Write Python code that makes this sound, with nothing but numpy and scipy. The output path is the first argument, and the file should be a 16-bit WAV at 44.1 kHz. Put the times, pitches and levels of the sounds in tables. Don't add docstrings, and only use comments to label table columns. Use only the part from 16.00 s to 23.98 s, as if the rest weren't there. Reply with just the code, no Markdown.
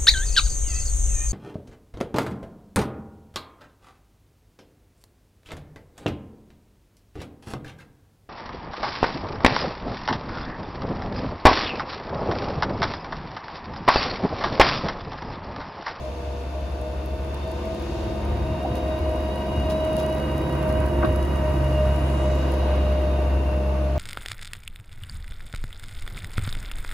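import sys
import numpy as np
from scipy import signal
from scipy.fft import rfft, irfft, next_fast_len
from scipy.io import wavfile
from scipy.ndimage import map_coordinates

SR = 44100
rng = np.random.default_rng(int(sys.argv[2]) if len(sys.argv) > 2 else 0)


def bounce(signal):
    frames = np.transpose(np.atleast_2d(signal))
    limited = np.clip(frames, -1, 1)
    pcm = np.round(limited * 32767).astype(np.int16)
    wavfile.write(sys.argv[1], SR, pcm)


N = 351918
TIME_S = np.arange(N) / SR
HIT_S = np.arange(SR // 4) / SR
BLADE_PASS_S, TRAVEL_M_PER_S, CLOSEST_M = 4.51, 1.935, 3.47
BANK_MIDDLE_S, TICK_T60_S = 4.5, 0.012


def amp(db):
    return 10 ** (np.asarray(db) / 20)


def unit(x):
    return x / np.sqrt(np.mean(x ** 2) + 1e-20)


def along(points, hz):
    point_hz, values = np.transpose(points)
    return np.interp(np.log(hz + 1), np.log(point_hz + 1), values)


def curve(rows, column=1):
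    columns = np.transpose(rows)
    return np.interp(TIME_S, columns[0], columns[column])


def wobble(knots_per_s):
    knots = rng.standard_normal(4096)
    coarse = np.arange(0, N + 64, 64)
    smooth = map_coordinates(knots, [coarse * knots_per_s / SR], mode="wrap")
    return np.interp(np.arange(N), coarse, smooth)


def filtered(x, response):
    size = next_fast_len(N + SR // 4)
    return irfft(rfft(x, size) * response(np.fft.rfftfreq(size, 1 / SR)), size)[..., :N]


# (frequency [Hz], correlation [0-1])
COHERENCE = [(100, 0.95), (300, 0.94), (600, 0.55), (900, 0.2), (2000, 0.52), (3300, 0.18), (5700, 0.065),
             (7500, 1), (8500, 1), (16000, 0.9)]
def spread(pair, spectrum):
    def response(hz):
        turn = np.arccos(np.clip(along(COHERENCE, hz), -1, 1)) / 2
        roll_off = 1 / (1 + (hz / spectrum[-1][0]) ** 4)
        return amp(along(spectrum, hz)) * roll_off * np.array([np.cos(turn), np.sin(turn)])
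    mid, side = filtered(pair, response)
    return np.array([mid + side, mid - side])


def rush(spectrum, source=None):
    return unit(spread(rng.standard_normal((2, N)) if source is None else source, spectrum))


def angle(hz):
    return 2 * np.pi * np.cumsum(hz) / SR


def tone(phase, fade_db, fade_hz, blur_rad, blur_hz, width_rad, wander_hz=1.48):
    apart = width_rad * wobble(wander_hz) * np.array([[1], [-1]])
    fade = amp(fade_db * np.tanh(wobble(fade_hz)))
    return np.sqrt(2) * fade * np.sin(phase + blur_rad * wobble(blur_hz) + apart)


def add(track, start_s, sound):
    part = track[..., round(start_s * SR):][..., :sound.shape[-1]]
    part += sound[..., :part.shape[-1]]


def burst(t60_s):
    return rng.standard_normal((2, len(HIT_S))) * amp(-60 * HIT_S / t60_s)


def shatter(impulses):
    return signal.fftconvolve(impulses[None], burst(TICK_T60_S), axes=1)[:, :N]


def passing(db, behind_m, falloff):
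    ahead_m = TRAVEL_M_PER_S * (TIME_S - BLADE_PASS_S) - behind_m
    return amp(db) * (CLOSEST_M / np.hypot(CLOSEST_M, ahead_m)) ** falloff


def in_bank(width_s):
    return np.exp(-((TIME_S - BANK_MIDDLE_S) / width_s) ** 2)


# (time [s], relative fundamental level [dB], octave level [dB])
EXHAUST_DB = [(0, -35, -46), (.6, -32.5, -52), (1.3, -30, -42), (1.8, -35.5, -65), (2.5, -32.5, -35.5),
              (3.1, -27.5, -54), (3.45, -33.5, -43), (3.9, -32, -37.5), (4.65, -28, -31), (5.2, -23.5, -45),
              (5.6, -23, -29), (6.15, -23, -31), (6.95, -23, -43), (7.98, -23.5, -36.5)]
# (time [s], level [dB])
EXHAUST_THIRD_DB = [(0, -54.5), (1.2, -48), (1.6, -43.5), (2.5, -39.5), (2.9, -45), (3.4, -42), (4.2, -40),
                    (5, -42), (5.6, -46), (6.2, -43.5), (7, -39.5), (7.98, -42.5)]
def exhaust(firing):
    drone = tone(firing, fade_db=1, fade_hz=6.2, blur_rad=0.038, blur_hz=47, width_rad=0.017)
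    octave = tone(2 * firing, fade_db=1.5, fade_hz=7.8, blur_rad=0.63, blur_hz=13, width_rad=0.089)
    third = tone(3 * firing, fade_db=4.5, fade_hz=5.6, blur_rad=0.26, blur_hz=13, width_rad=0.099)
    return (amp(curve(EXHAUST_DB) + 0.75) * drone
            + amp(curve(EXHAUST_DB, 2)) * octave
            + amp(curve(EXHAUST_THIRD_DB)) * third)


def engine_lines(firing, orders):
    return sum(
        amp(db) * tone(order * firing, fade_db=3.5, fade_hz=5, blur_rad=0.6, blur_hz=8, width_rad=0.17)
        for order, db in orders)


# (time [s], relative level of lower lines [dB], of upper line [dB])
INTAKE_DB = [(0, -47, -66), (1, -44, -56), (1.5, -39, -40), (2.5, -35, -41), (3.3, -38, -41.5),
             (3.9, -37.5, -40), (4.5, -36.5, -36), (5, -50, -32), (5.6, -39, -37.5), (5.8, -41, -50),
             (6.5, -37.5, -32.5), (6.8, -48, -40), (7.7, -38, -40.5), (7.98, -42, -51)]
# (order [x firing rate], relative level [dB])
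INTAKE_LINES = [(4.5, -6), (4.75, -3)]
def intake(firing):
    lower = amp(curve(INTAKE_DB)) * engine_lines(firing, INTAKE_LINES)
    upper = amp(curve(INTAKE_DB, 2)) * engine_lines(firing, [(5, -1.2)])
    return lower + upper


# (time [s], relative level [dB])
PUMP_DB = [(0, -55), (.05, -38.5), (.18, -46), (.27, -33), (.46, -59), (.55, -38), (.76, -47), (.87, -37),
           (1.2, -40), (1.38, -45.5), (1.48, -37.5), (1.58, -44.5), (1.71, -35), (1.86, -52), (1.94, -35),
           (2.36, -43.5), (2.62, -32.5), (2.82, -38), (2.92, -32), (3.27, -29.5), (3.38, -32),
           (3.47, -30.5), (3.58, -31.5), (3.74, -28), (4.09, -27.5), (4.21, -36), (4.46, -34), (4.7, -28.5),
           (4.9, -34.5), (5.04, -29), (5.18, -32), (5.28, -42), (5.45, -28), (5.55, -34), (5.83, -25.5),
           (6.06, -39.5), (6.26, -27.5), (6.47, -37), (6.6, -31), (6.92, -28), (7.2, -31), (7.46, -35.5),
           (7.55, -31.5), (7.98, -31.5)]
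def pump(firing):
    flutter_db = 1 / passing(db=-4, behind_m=8.9, falloff=0.75)
    whine = tone(9 * firing, fade_db=flutter_db, fade_hz=14, blur_rad=0.1, blur_hz=36, width_rad=0.16)
    return amp(curve(PUMP_DB) + 0.5) * whine


# (time [s], level [dB])
FAN_DB = [(0, -46), (1, -46), (1.5, -56), (2.1, -53), (2.7, -40.5), (4.5, -49), (6, -41), (6.6, -46),
          (7.98, -42)]
# (frequency [Hz], relative density [dB])
RADIATOR_SPECTRUM = [(700, -20), (1200, 6), (1400, -2), (2000, -4.5), (3200, -22.5), (6000, -15)]
# (frequency [Hz], relative density [dB])
RASP_SPECTRUM = [(2000, -16), (2800, -2), (3500, -5), (4100, -3), (5200, -18)]
def cooling_fan(firing):
    fan = tone(10 * firing, fade_db=3, fade_hz=7.3, blur_rad=0.75, blur_hz=22, width_rad=0.61)
    air = passing(db=-43.5, behind_m=2, falloff=3.1) * rush(RADIATOR_SPECTRUM)
    rasp = passing(db=-52, behind_m=4.1, falloff=16) * rush(RASP_SPECTRUM)
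    return amp(curve(FAN_DB)) * fan + air + rasp


def combustion_noise(firing, spectrum, repeat_share, depth, uneven):
    cycle_samples = round(4 * SR / FIRING_HZ[0][1])
    cycle_index = (firing / (8 * np.pi) % 1 * cycle_samples).astype(int)
    repeating = np.sqrt(repeat_share) * rng.standard_normal((2, cycle_samples))[:, cycle_index]
    fresh = np.sqrt(1 - repeat_share) * rng.standard_normal((2, N))
    pulse = unit(np.exp(depth * np.cos(firing) + uneven * np.cos(firing / 2)))
    return rush(spectrum, repeating + fresh) * pulse


# (frequency [Hz], relative density [dB])
BOOM_SPECTRUM = [(90, -8.5), (160, -3.5), (240, -4), (300, -2), (380, -5), (600, -28)]
GROWL_SPECTRUM = [(250, -41), (380, -5), (450, -6), (560, -3.5), (690, 0), (790, -20), (1100, -45)]
CLATTER_SPECTRUM = [(500, -49), (760, 4.5), (850, 3.5), (1000, 3), (1220, 0), (1350, -7), (1560, -2.5),
                    (1750, -11), (2080, -9), (2230, -7.5), (2360, -11.5), (2550, -5.5), (2680, -12.5),
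                    (2850, -8), (3200, -17.5), (4200, -25), (7000, -30)]
# (order [x firing rate], relative level [dB])
BOOM_LINES = [(2.5, -17), (3.25, -14), (3.75, -17)]
GROWL_LINES = [(5.5, -15), (6.5, -15.5), (12.5, -18.5), (13.5, -15), (14, -20), (14.5, -16), (17, -16.5),
               (18, -31), (22, -27.5)]
# (time [s], gain [dB])
LOAD_DB = [(0, -0.5), (1, -1), (1.5, 0), (1.95, 0), (2.4, 1), (3.2, 0), (4.6, 0), (5.7, -3), (6.7, 0.5),
           (7.98, -1)]
def engine_block(firing):
    boom = combustion_noise(firing, BOOM_SPECTRUM, repeat_share=0.018, depth=0.095, uneven=0.078)
    boom = amp(3.5) * boom + engine_lines(firing, BOOM_LINES)
    growl = combustion_noise(firing, GROWL_SPECTRUM, repeat_share=0.37, depth=0.052, uneven=0.093)
    growl = amp(3.5) * growl + engine_lines(firing, GROWL_LINES)
    flicker = amp(0.8 * wobble(12))
    clatter = combustion_noise(firing, CLATTER_SPECTRUM, repeat_share=0.044, depth=0.037, uneven=0.08)
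    roar = (passing(db=-33, behind_m=1.15, falloff=1.35) * boom
            + passing(db=-37, behind_m=2.3, falloff=0.72) * growl
            + passing(db=-37.5, behind_m=1.93, falloff=0.72) * flicker * clatter)
    return amp(curve(LOAD_DB)) * roar


# (time [s], firing rate [Hz])
FIRING_HZ = [(0, 68.3), (1, 68.6), (1.6, 71.9), (1.85, 71.7), (2.2, 70.7), (2.6, 70.4), (3, 69.3),
             (3.7, 69.9), (4.5, 69.5), (5.7, 68.1), (6.1, 68.2), (6.7, 67.6), (7.98, 67.7)]
def engine():
    firing = angle(curve(FIRING_HZ))
    return exhaust(firing) + intake(firing) + pump(firing) + cooling_fan(firing) + engine_block(firing)


# (order [x mesh rate], closest level [dB], behind blade [m], falloff exponent)
GEAR_LINES = [(1, -40.5, 0.092, 1.5), (2, -51, 1, 1.4)]
# (order [x mesh rate], relative level [dB])
OVERTONE_LINES = [(4, 2), (5, -8)]
# (time [s], relative level [dB])
OVERTONE_DB = [(0, -61.5), (1.25, -60), (1.4, -51), (1.6, -56.5), (2.7, -54.5), (2.9, -51), (3.08, -56),
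               (3.25, -52), (3.42, -55), (3.7, -51.5), (4.3, -54), (4.9, -57), (5.4, -56), (5.9, -56),
               (6.35, -53), (7.1, -55.5), (7.3, -58), (7.98, -68)]
# (time [s], relative level [dB])
HOUSING_DB = [(0, -61), (1.1, -59), (1.4, -56.5), (2.3, -56.5), (2.75, -50), (3.05, -53), (3.6, -44.5),
              (4.2, -47.5), (4.45, -48.5), (4.8, -49), (5.5, -49), (5.8, -45), (6.3, -49), (6.9, -49),
              (7.15, -53), (7.4, -48.5), (7.7, -53.5), (7.98, -61)]
# (time [s], blur factor)
GEAR_BLUR = [(0, 1.65), (2, 1.45), (3.4, 1), (4.4, 1), (5.8, 1.2), (6.3, 2.2), (7.98, 2.4)]
def axle_gears(piston_hz):
    surge_hz, mesh_per_stroke = 2.82, 1.851
    surge = in_bank(1.7) * np.cos(2 * np.pi * surge_hz * (TIME_S - BANK_MIDDLE_S))
    judder = in_bank(2.47) * wobble(14)
    mesh_hz = mesh_per_stroke * piston_hz * (1 + 0.0105 * surge + 0.004 * judder)
    front = angle(mesh_hz)
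    rear = angle(mesh_hz * (1 + 0.00706 * wobble(7)))
    blur_rad = 0.23 * curve(GEAR_BLUR)

    def axle(mesh, order):
        return tone(order * mesh, fade_db=2.5, fade_hz=90, blur_rad=order * blur_rad, blur_hz=90,
                    width_rad=0.67, wander_hz=18)

    def teeth(order):
        return unit(axle(front, order) + amp(-2.5) * axle(rear, order))

    low = sum(passing(db, behind_m, falloff) * teeth(order)
              for order, db, behind_m, falloff in GEAR_LINES)
    high = amp(curve(OVERTONE_DB) - 2.8) * sum(amp(db) * teeth(order) for order, db in OVERTONE_LINES)
    housing = amp(curve(HOUSING_DB) + 0.4 - surge) * teeth(3)
    return low + high + housing


# (order [x piston rate], closest level [dB], behind blade [m], falloff exponent)
PISTON_LINES = [(1, -41, 0.19, 0.66), (2, -49, 0.88, 1.1), (3, -52.5, 1, 1.5), (5, -64.5, 0.7, 0.55)]
def motor_pistons(piston_hz):
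    stroke = angle(piston_hz)
    return sum(
        passing(db, behind_m, falloff)
        * tone(order * stroke, fade_db=4.5, fade_hz=8, blur_rad=0.26 * order, blur_hz=25, width_rad=0.63)
        for order, db, behind_m, falloff in PISTON_LINES)


# (time [s], piston rate [Hz])
PISTON_HZ = [(0, 482), (1.3, 487), (2.2, 499), (3, 509), (3.45, 514), (3.85, 516), (4.9, 513), (5.6, 511),
             (6.4, 512), (6.9, 509), (7.15, 500), (7.45, 498), (7.7, 491), (7.98, 490)]
def drive():
    piston_hz = curve(PISTON_HZ)
    return axle_gears(piston_hz) + motor_pistons(piston_hz)


# (time [s], frequency [Hz])
HUM_HZ = [(0, 58.5), (.5, 57), (1.4, 56.2), (2.2, 54.5), (3, 57), (7.98, 55)]
# (time [s], level [dB])
HUM_DB = [(0, -43), (.35, -50), (.55, -37), (.9, -38), (1.4, -37), (1.8, -44), (2.2, -37.5), (3.2, -42),
          (5, -42), (7.98, -54)]
def low_hum():
    hum = tone(angle(curve(HUM_HZ)), fade_db=1.5, fade_hz=4.5, blur_rad=0.16, blur_hz=6.8, width_rad=0.03)
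    return amp(curve(HUM_DB)) * hum


# (frequency [Hz], relative density [dB])
WHISTLE_SPECTRUM = [(4200, -28), (4520, -2), (4640, -4), (4950, -26), (9000, -60)]
def whistle():
    return passing(db=-66.5, behind_m=-6.5, falloff=1.2) * rush(WHISTLE_SPECTRUM)


# (time [s], relative level [dB])
RUMBLE_DB = [(0.1, -46), (1.85, -45.5), (2.28, -36.5), (3.38, -41), (3.45, -51), (3.58, -35.5), (4.03, -43),
             (4.93, -36), (6.2, -38.5), (7.65, -42), (7.85, -45)]
# (frequency [Hz], relative density [dB])
RUMBLE_SPECTRUM = [(20, -36), (35, -20), (50, -5), (62, -4), (90, -7), (120, -10.5), (170, -25), (300, -77)]
def blade_rumble():
    lumps_db = 2 * wobble(8)
    return amp(curve(RUMBLE_DB) + 5.5 + lumps_db) * rush(RUMBLE_SPECTRUM)


# (time [s], relative level [dB])
SLIDE_DB = [(0.0, -56), (1.13, -58.5), (1.98, -52.5), (2.29, -57), (3.95, -56.5), (5.02, -61.5),
            (6.09, -54), (6.24, -53), (6.56, -55.5), (7.49, -58), (7.98, -57)]
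# (frequency [Hz], relative density [dB])
SLIDE_SPECTRUM = [(2000, 4), (3600, 7), (4700, 4.5), (5400, 2.5), (6300, 0), (7500, -4), (9000, -8.5),
                  (16000, -26)]
FIZZ_SPECTRUM = [(5000, -28), (8000, -5.5), (10300, -2), (12000, -4), (14300, -2.5), (15800, -9)]
TYRE_SPECTRUM = [(4000, -25), (5800, -5), (7300, 0), (9000, 0), (14000, -20)]
def snow_hiss():
    slide = amp(curve(SLIDE_DB) + 5.5) * rush(SLIDE_SPECTRUM) * amp([[1.6], [-1.6]])
    fizz = passing(db=-56, behind_m=1.4, falloff=0.97) * rush(FIZZ_SPECTRUM)
    tyre = passing(db=-58.5, behind_m=3, falloff=21) * rush(TYRE_SPECTRUM)
    return slide + fizz + tyre


def bank_reflection(hiss):
    since_s = TIME_S - 6.2
    delay_s = 0.115e-3 * np.exp(1.3 * since_s)
    echo = np.array([np.interp(TIME_S - delay_s, TIME_S, side) for side in hiss])
    echo_gain = amp(-7) * np.exp(-(since_s / 0.33) ** 2)
    return (hiss + echo_gain * echo) / np.hypot(1, echo_gain)


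# (frequency [Hz], gain [dB])
ICE_SPECTRUM = [(3000, -17), (7000, -12), (9000, -2), (10500, -3.5), (12500, -7.5), (14500, -5),
                (16000, -8), (19000, -14)]
def snow_crackle(grains_per_s=130):
    size_db = 1.9 * np.minimum(rng.exponential(size=N), 4)
    grains = (rng.random(N) < grains_per_s / SR) * rng.standard_normal(N) * amp(size_db)
    return passing(db=-65.5, behind_m=0.8, falloff=0.79) * unit(spread(shatter(grains), ICE_SPECTRUM))


# (time [s], relative level [dB])
LARGE_CRUMBS = [(0.609, -50), (0.72, -49), (0.815, -44), (1.06, -40), (1.247, -48), (1.345, -35.5),
                (1.477, -45), (1.516, -41), (1.6546, -43), (1.7474, -42), (1.798, -44), (1.8238, -40.5),
                (2.042, -46), (2.252, -44), (2.7556, -35), (2.767, -41), (2.782, -42), (2.882, -43),
                (2.99, -40), (3.0944, -41), (3.1587, -41), (3.807, -42), (3.93, -38), (3.967, -29),
                (3.980, -37), (3.986, -39), (3.9988, -35), (4.0307, -37), (4.0632, -39), (4.098, -40),
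                (4.127, -37), (4.1485, -38), (4.1839, -39), (4.38, -35), (4.6294, -39), (4.6808, -40),
                (4.691, -39), (4.7262, -36), (4.803, -37), (4.8643, -39), (5.058, -41), (5.1257, -41),
                (5.1607, -34), (5.228, -36), (5.3587, -39), (5.539, -42), (6.5196, -37), (6.54, -37),
                (7.203, -45)]
def icy_crumbs(peak_crumbs_per_s=16):
    falls = rng.random(N) < peak_crumbs_per_s * in_bank(1.7) / SR
    sizes = amp(6 * rng.uniform(-1, 1, N))
    ticks = shatter(falls * sizes * passing(db=-38, behind_m=0.3, falloff=0.5))
    for start_s, db in LARGE_CRUMBS:
        ping_hz = 10500 * 2 ** rng.normal(0, 0.13)
        ping = np.sin(2 * np.pi * ping_hz * HIT_S) * amp(-5 - 60 * HIT_S / TICK_T60_S)
        add(ticks, start_s, amp(db + 5) * (burst(TICK_T60_S) + ping))
    return spread(ticks, ICE_SPECTRUM) + amp(-13) * spread(ticks, SLIDE_SPECTRUM)


# (time [s], peak level [dB], frequency [Hz])
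RIDGE_BUMPS = [(2.297, -25, 81.5), (2.506, -24, 85), (2.701, -21.5, 114), (2.998, -17, 69),
               (3.573, -22, 80), (3.648, -20, 74), (3.845, -27.5, 85), (4.683, -18, 79), (5.071, -20, 100)]
def blade_bumps(rise_s=0.014):
    track = np.zeros((2, N))
    swell = (HIT_S / rise_s * np.exp(1 - HIT_S / rise_s)) ** 2
    for start_s, db, hz in RIDGE_BUMPS:
        add(track, start_s, amp(db) * swell * np.sin(2 * np.pi * (hz * HIT_S + rng.random())))
    return track


# (frequency [Hz], relative level [dB], t60 [s])
STEEL_MODES = [(320, -4, .05), (480, -6, .035), (600, 0, .035), (735, 0, .04), (775, -5, .035),
               (1130, -1.5, .05), (1195, -4, .04), (1560, -2, .07), (1660, -9, .05), (1930, -7, .05),
               (2350, -5, .05), (2800, -1, .05), (3300, -6, .04)]
# (time [s], peak level [dB], centre [Hz], spread [octaves])
MOUNT_KNOCKS = [(2.648, -19.5, 730, 0.16), (4.700, -28, 1200, .6), (4.875, -32, 1550, 0.15),
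                (5.024, -22.5, 1600, .55), (5.029, -17, 1120, 0.28), (5.032, -14, 590, 0.25),
                (5.042, -14, 310, 0.4), (5.045, -18.5, 1350, 0.4), (5.046, -29, 3000, 0.5)]
def blade_knocks():
    track = np.zeros((2, N))
    hz, mode_db, t60_s = np.transpose(STEEL_MODES)[:, :, None]
    attack = 1 - np.exp(-HIT_S / 0.0029)
    for start_s, db, centre_hz, octaves in MOUNT_KNOCKS:
        off_centre_db = -4.9 * (np.log2(hz / centre_hz) / octaves) ** 2
        size = amp(mode_db + off_centre_db + rng.normal(0, 0.53, hz.shape))
        phase = rng.uniform(0, 2 * np.pi, hz.shape) + rng.normal(0, 0.41, (2, *hz.shape))
        modes = size * amp(-60 * HIT_S / t60_s) * np.sin(2 * np.pi * hz * HIT_S + phase)
        band_hz = np.clip(centre_hz * np.exp2([-octaves, octaves]), 100, SR / 4)
        contact = signal.butter(3, band_hz, "band", fs=SR)
        crack = signal.lfilter(*contact, rng.standard_normal((2, len(HIT_S))))
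        blow = (modes.sum(axis=1) + crack * amp(13 - 60 * HIT_S / 0.06)) * attack
        add(track, start_s, amp(db) * blow / np.abs(blow).max())
    return track


# (time [s], relative level [dB], t60 [s])
CRUST_BREAKS = [(2.750, -51, 0.13), (3.697, -40.5, 0.093), (3.950, -57, .25), (3.985, -43, 0.12),
                (4.683, -45, 0.075), (5.224, -41, .03), (6.516, -52, .04)]
def crust_crunches(rise_s=0.025, grit_db=4):
    track = np.zeros((2, N))
    attack = 1 - np.exp(-HIT_S / rise_s)
    for start_s, db, t60_s in CRUST_BREAKS:
        grit = amp(grit_db * wobble(470)[:len(HIT_S)])
        add(track, start_s, amp(db) * attack * grit * burst(t60_s))
    return amp(15) * spread(track, ICE_SPECTRUM) + amp(13.5) * spread(track, SLIDE_SPECTRUM)


# (time [s], left minus right [dB])
BALANCE_DB = [(0, .3), (1.5, 1), (2.5, .4), (3.2, .4), (4.5, -1), (5.6, -.5), (7.98, .7)]
def scene():
    balance = amp(curve(BALANCE_DB) * np.array([[0.5], [-0.5]]))
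    machine = engine() + drive() + low_hum() + whistle() + blade_rumble() + blade_bumps() + blade_knocks()
    snow = bank_reflection(snow_hiss()) + snow_crackle() + icy_crumbs() + crust_crunches()
    return balance * machine + snow


# (frequency [Hz], left lead [rad])
PORT_LEAD_RAD = [(6300, 0), (8300, -3.14), (11000, -6.28), (13400, -9.42), (15600, -12.57)]
def record(dry):
    low_cut_hz, top_hz = 27.6, 15830

    def response(hz):
        lead_rad = np.interp(hz, *np.transpose(PORT_LEAD_RAD)) * np.array([[0.5], [-0.5]])
        low_cut = 1 - 1 / (1 + (hz / low_cut_hz) ** 4)
        return np.exp(1j * lead_rad) * low_cut * (hz < top_hz)
    return filtered(dry, response)


dry = scene()
out = record(dry)
bounce(out)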